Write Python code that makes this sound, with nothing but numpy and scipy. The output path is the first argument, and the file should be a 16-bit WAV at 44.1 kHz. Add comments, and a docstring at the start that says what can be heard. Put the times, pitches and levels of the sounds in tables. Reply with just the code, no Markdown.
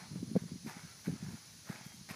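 """A horse walking on sand

In a covered outdoor arena, heard in mono from a few metres, each hoof scuffs the sand and throws
a spray of grains: many tiny impacts that merge into noise. Dull, heavily damped thuds come in
clusters with a low shudder between them, and bits of grit tick. Behind lie a steady high hiss,
a throbbing insect, a faint rumble and thin far whistles, likely birds."""
import sys
import numpy as np
from scipy import signal
from scipy.fft import rfft, irfft
from scipy.io import wavfile

SR = 44100
rng = np.random.default_rng(int(sys.argv[2]) if len(sys.argv) > 2 else 0)


def store_wav(level_fs):
    """Save 16-bit WAV to argv[1]."""
    pcm = np.round(np.clip(np.atleast_2d(level_fs), -1, 1) * 32767)
    wavfile.write(sys.argv[1], SR, pcm.T.astype(np.int16))


N = 94815
TIME = np.arange(N) / SR


def amp(db):
    """The decibel scale: 20 dB is a factor of ten in amplitude."""
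    return 10 ** (np.asarray(db) / 20)


def coloured(x, spectrum):
    """Spectral shaping: filters x by (frequency [Hz], gain [dB]) points, then scales it to rms 1."""
    hz, db = np.transpose(spectrum)
    bin_hz = np.fft.rfftfreq(N, 1 / SR)
    gain = amp(np.interp(np.log(bin_hz + 1), np.log(hz + 1), db))
    shaped = irfft(rfft(x) * gain, N)
    return shaped / np.std(shaped)


def noise(spectrum):
    """Stationary Gaussian noise of the given spectrum, at rms 1."""
    return coloured(rng.standard_normal(N), spectrum)


def grains(per_s, spread_db):
    """Shot noise: independent tiny impacts, a few much larger than the rest."""
    size = amp(spread_db * np.minimum(rng.exponential(1, N), 4))
    return size * rng.choice([-1, 1], N) * (rng.random(N) < per_s / SR)


def patchy(x, depth_db, width_hz, length_s):
    """Random modulation: narrow patches of the spectrum swell and sink."""
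    hz, t, spectra = signal.stft(x, SR, nperseg=1024, noverlap=768)
    field = rng.standard_normal(spectra.shape)
    for axis, step in enumerate([hz[1] / width_hz, t[1] / length_s]):
        smoothing = np.exp(-(2 * step * np.arange(-30, 31)) ** 2)
        field = np.apply_along_axis(np.convolve, axis, field, smoothing, "same")
    gain = amp(depth_db * field / field.std())
    return signal.istft(spectra * gain, SR, nperseg=1024, noverlap=768)[1][:N]


def strokes(rows):
    """Envelope of sand flow: each stroke swells, then decays as grains settle; their powers add."""
    power = np.zeros(N)
    for peak_s, db, rise_s, decay_s in rows:
        t = TIME - peak_s
        envelope = np.exp(-np.where(t < 0, (t / rise_s) ** 2, abs(t / decay_s)))
        power += (amp(db) * envelope) ** 2
    return np.sqrt(power)


def blows(rows, rise_s, steepness):
    """Damped oscillation: each blow drives a body whose vibration swells and quickly dies."""
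    out = np.zeros(N)
    for peak_s, db, hz in rows:
        near = abs(TIME - peak_s) < 10 * rise_s
        t = TIME[near] - peak_s
        age = np.maximum(1 + t / rise_s, 0)  # 0 at the onset, 1 at the peak
        envelope = (age * np.exp(1 - age)) ** steepness
        out[near] -= amp(db) * envelope * np.cos(2 * np.pi * hz * t)
    return out


def hiss():
    """Broadband noise, strongest in the treble, whose level drifts slightly."""
    # hiss spectrum (frequency [Hz], relative density [dB])
    spectrum = [(600, -14.5), (2000, -7), (3100, -7.5), (3700, -4.5), (4150, -0.5), (4600, -0.5),
                (5100, 0.5), (5500, -1), (6100, 2), (6700, -2), (7300, -7.5), (8600, -14), (9600, -9),
                (10500, -15), (11100, -21), (12000, -15.5), (15300, -18)]
    # slow drift (time [s], gain [dB])
    swell = [(0, -.5), (.45, -1), (.85, 0.5), (1.4, 0.02), (2.15, 0)]
    return amp(-58 + np.interp(TIME, *np.transpose(swell))) * noise(spectrum)


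def insect():
    """Amplitude modulation of a high noise band gives the throb of a far insect."""
    # band of the call (frequency [Hz], relative density [dB])
    spectrum = [(7500, -41.5), (9000, -13.5), (9600, 0.5), (10100, 0.5), (10550, -1), (10950, -14),
                (12500, -41)]
    throb_hz, depth_db = 6.3, 1
    return amp(-67.5 + depth_db * np.cos(2 * np.pi * throb_hz * TIME)) * noise(spectrum)


def rumble():
    """Ambient noise of the open air, with its energy at low frequencies."""
    # rumble spectrum (frequency [Hz], relative density [dB])
    spectrum = [(20, -2.5), (45, 6.5), (90, 4), (170, 1), (280, -9.5), (450, -18.5), (900, -21.5),
                (2500, -34), (8000, -55)]
    return amp(-59) * noise(spectrum)


def whistles():
    """Frequency modulation: far, birdlike tones glide and waver as they swell and fade."""
    # whistles (start [s], end [s], start pitch [Hz], end pitch [Hz], rms level [dB])
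    calls = [(-.06, 0.172, 4290, 4162, -68.5), (0.122, 0.294, 4080, 4110, -70.5),
             (.24, .38, 4240, 4275, -75), (0.449, .74, 5130, 5000, -73), (1.785, 2.002, 3280, 3210, -71)]
    # spectrum of the wavering (modulation rate [Hz], relative density [dB])
    waver = [(5, 0.5), (30, 0.5), (120, -25.5), (1000, -80)]
    waver_rms_hz = 14.3
    out = np.zeros(N)
    for start, end, from_hz, to_hz, db in calls:
        progress = np.clip((TIME - start) / (end - start), 0, 1)
        hz = from_hz + (to_hz - from_hz) * progress + waver_rms_hz * noise(waver)
        envelope = 2 * amp(db) * np.sin(np.pi * progress)
        out += envelope * np.sin(2 * np.pi * np.cumsum(hz) / SR)
    return out


def shudder():
    """Gated low-frequency noise: an uneven trembling around the clusters of thuds."""
    # spells of trembling (start [s], end [s], rms level [dB])
    spells = [(.0, 0.098, -56), (0.113, 0.36, -45.5), (0.398, .58, -51), (0.617, 0.718, -52.5),
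              (0.753, 0.86, -64), (1.076, 1.154, -42), (1.21, 1.359, -45.5), (1.51, 1.58, -62.5),
              (1.925, 2.154, -60)]
    # shudder spectrum (frequency [Hz], relative density [dB])
    spectrum = [(30, -27), (60, -1), (110, 1.5), (175, 5), (270, -10), (400, -18.5), (700, -29.5),
                (2000, -47)]
    fade_s = 0.037
    envelope = np.zeros(N)
    for start, end, db in spells:
        inside_s = np.minimum(TIME - start, end - TIME)
        envelope += amp(db) * np.clip(inside_s / fade_s + 0.5, 0, 1)
    return envelope * noise(spectrum)


def scuffs():
    """Granular friction: sand grinds under each hoof with a shifting colour."""
    # hoof strokes (peak time [s], rms level [dB], rise [s], decay time [s])
    hoof_strokes = [(.003, -53, 0.013, 0.074), (.158, -62, 0.0076, 0.035), (.29, -68.5, 0.036, 0.04),
                    (.368, -57, 0.02, 0.055), (.49, -62.5, 0.023, 0.04), (.674, -55, 0.012, .03),
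                    (.695, -50, 0.0197, 0.0663), (.78, -58, 0.0224, 0.185), (1.064, -50.5, 0.0141, 0.018),
                    (1.12, -59.5, 0.0586, 0.17), (1.29, -59.5, 0.076, 0.19), (1.703, -52, 0.037, 0.1026),
                    (1.733, -54.5, 0.0098, 0.13), (1.921, -60.5, 0.0024, 0.0127),
                    (2.0895, -50.5, .0015, 0.034), (2.104, -47.5, 0.012, 0.07)]
    # spectrum of grinding sand (frequency [Hz], relative density [dB])
    spectrum = [(200, -3.5), (500, -6.5), (850, 1.5), (1100, -2), (1500, 1), (1850, -2), (2250, 0.4),
                (3000, -13), (4200, -12), (6200, -13), (8000, -20), (15000, -49)]
    grinding = coloured(grains(per_s=7000, spread_db=4.5), spectrum)
    return strokes(hoof_strokes) * patchy(grinding, depth_db=2, width_hz=128, length_s=0.097)


def sprays():
    """Shot noise of fine grains: thrown by the hooves, they scatter in bright bursts."""
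    # throws of sand (peak time [s], rms level [dB], rise [s], decay time [s])
    throws = [(.003, -70.5, .01, 0.032), (.369, -63, .006, .012), (.42, -68, .015, 0.018),
              (.668, -60.5, 0.015, 0.017), (.693, -61, 0.0183, 0.0375), (.84, -70.5, 0.126, 0.108),
              (1.064, -60.5, .02, .022), (1.01, -68, .03, .1), (1.30, -69, 0.036, 0.3),
              (1.54, -70, 0.047, 0.044), (1.715, -63.5, 0.065, .06), (1.865, -65, 0.031, .035),
              (1.937, -64.5, 0.012, 0.057), (2.095, -54.5, 0.0062, 0.0134), (2.113, -55.5, .01, 0.0147)]
    # spectrum of fine grains (frequency [Hz], relative density [dB])
    spectrum = [(1000, -36), (3000, -16.5), (6000, -23), (8500, 7), (11500, 10), (13500, 5), (15300, 0)]
    return strokes(throws) * coloured(grains(per_s=8700, spread_db=4.5), spectrum)


def thuds():
    """Heavily damped impacts: dull thuds with a faint overtone, some with a harder knock."""
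    # dull impacts (peak time [s], peak level [dB], pitch [Hz])
    dull = [(0.1181, -35, 161), (.131, -41.5, 158), (0.1601, -38.5, 236), (.1665, -42, 192),
            (.186, -47, 170), (0.2306, -29, 235.2), (.251, -41, 169), (.280, -42, 182),
            (.317, -30.5, 210.6), (0.335, -32.5, 172), (0.3567, -22, 173), (0.3677, -20, 206),
            (0.373, -25, 180), (0.423, -34.5, 162), (0.44, -38, 201), (.458, -42, 168), (.521, -31, 186),
            (.533, -34, 150), (0.5433, -39.5, 156), (.560, -37, 210), (0.65, -39, 211), (.664, -35, 237.6),
            (0.677, -34.5, 167), (0.77, -38.5, 191), (.839, -42, 147), (.851, -39, 150), (0.868, -52, 173),
            (1.075, -30, 190), (1.081, -25, 202), (1.098, -26.5, 174), (1.105, -29.5, 176),
            (1.121, -34.5, 198), (1.1277, -32.5, 178), (1.139, -29.5, 181.6), (1.162, -41.5, 225),
            (1.229, -32, 173.6), (1.288, -33, 145), (1.305, -42, 178), (1.336, -42, 185), (1.345, -35, 184),
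            (1.702, -29, 171), (1.754, -46.5, 165), (1.812, -49, 174), (1.866, -38, 160), (1.946, -46, 178),
            (2.014, -44, 166), (2.111, -34, 178)]
    # harder impacts (peak time [s], peak level [dB], pitch [Hz])
    knocks = [(.160, -47, 427), (.2305, -48, 480), (.356, -30.5, 502), (.3637, -20, 435), (.368, -37, 530),
              (.439, -46, 400), (.515, -47.5, 377), (.664, -47, 400), (.769, -61, 540), (1.081, -37, 400),
              (1.088, -35.5, 417), (1.697, -43.5, 430)]
    overtone_hz, overtone_gain_db = 387.2, -27
    overtones = [(peak_s, db + overtone_gain_db, overtone_hz) for peak_s, db, _ in dull]
    return (blows(dull, rise_s=0.00607, steepness=5.12)
            + blows(overtones, rise_s=0.015, steepness=5.12)
            + blows(knocks, rise_s=0.0016, steepness=1.5))


def grit():
    """Impact transients: larger grains land with a bright tick that decays exponentially."""
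    # landings (time [s], initial level [dB])
    ticks = [(.667, -49), (.681, -52), (1.456, -51), (1.729, -49.5), (1.8573, -48), (1.8671, -42.5),
             (2.114, -42)]
    # tick spectrum (frequency [Hz], relative density [dB])
    spectrum = [(2000, -20), (6000, -6.5), (8500, 1.5), (12000, 2), (15300, -3)]
    decay_s = 0.00055
    envelope = sum(amp(db) * (TIME >= s) * np.exp(-abs(TIME - s) / decay_s) for s, db in ticks)
    return envelope * noise(spectrum)


def scene():
    """Superposition: the horse and its surroundings add, the same in both channels."""
    horse = shudder() + scuffs() + sprays() + thuds() + grit()
    shimmer = patchy(hiss() + insect(), depth_db=1.3138, width_hz=170, length_s=0.038)
    mono = horse + shimmer + rumble() + whistles()
    return np.array([mono, mono])


def record(dry):
    """Band limiting: a small microphone loses the deep bass, and a low-pass cuts the top treble."""
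    low_cut_hz, high_cut_hz = 88.5, 15300
    high_pass = signal.butter(2, low_cut_hz, "highpass", fs=SR, output="sos")
    low_pass = signal.firwin(1023, high_cut_hz, window=("kaiser", 9), fs=SR)
    thin = signal.sosfiltfilt(high_pass, dry, padtype="even")
    return signal.oaconvolve(thin, low_pass[None], "same")


dry = scene()
out = record(dry)
store_wav(out)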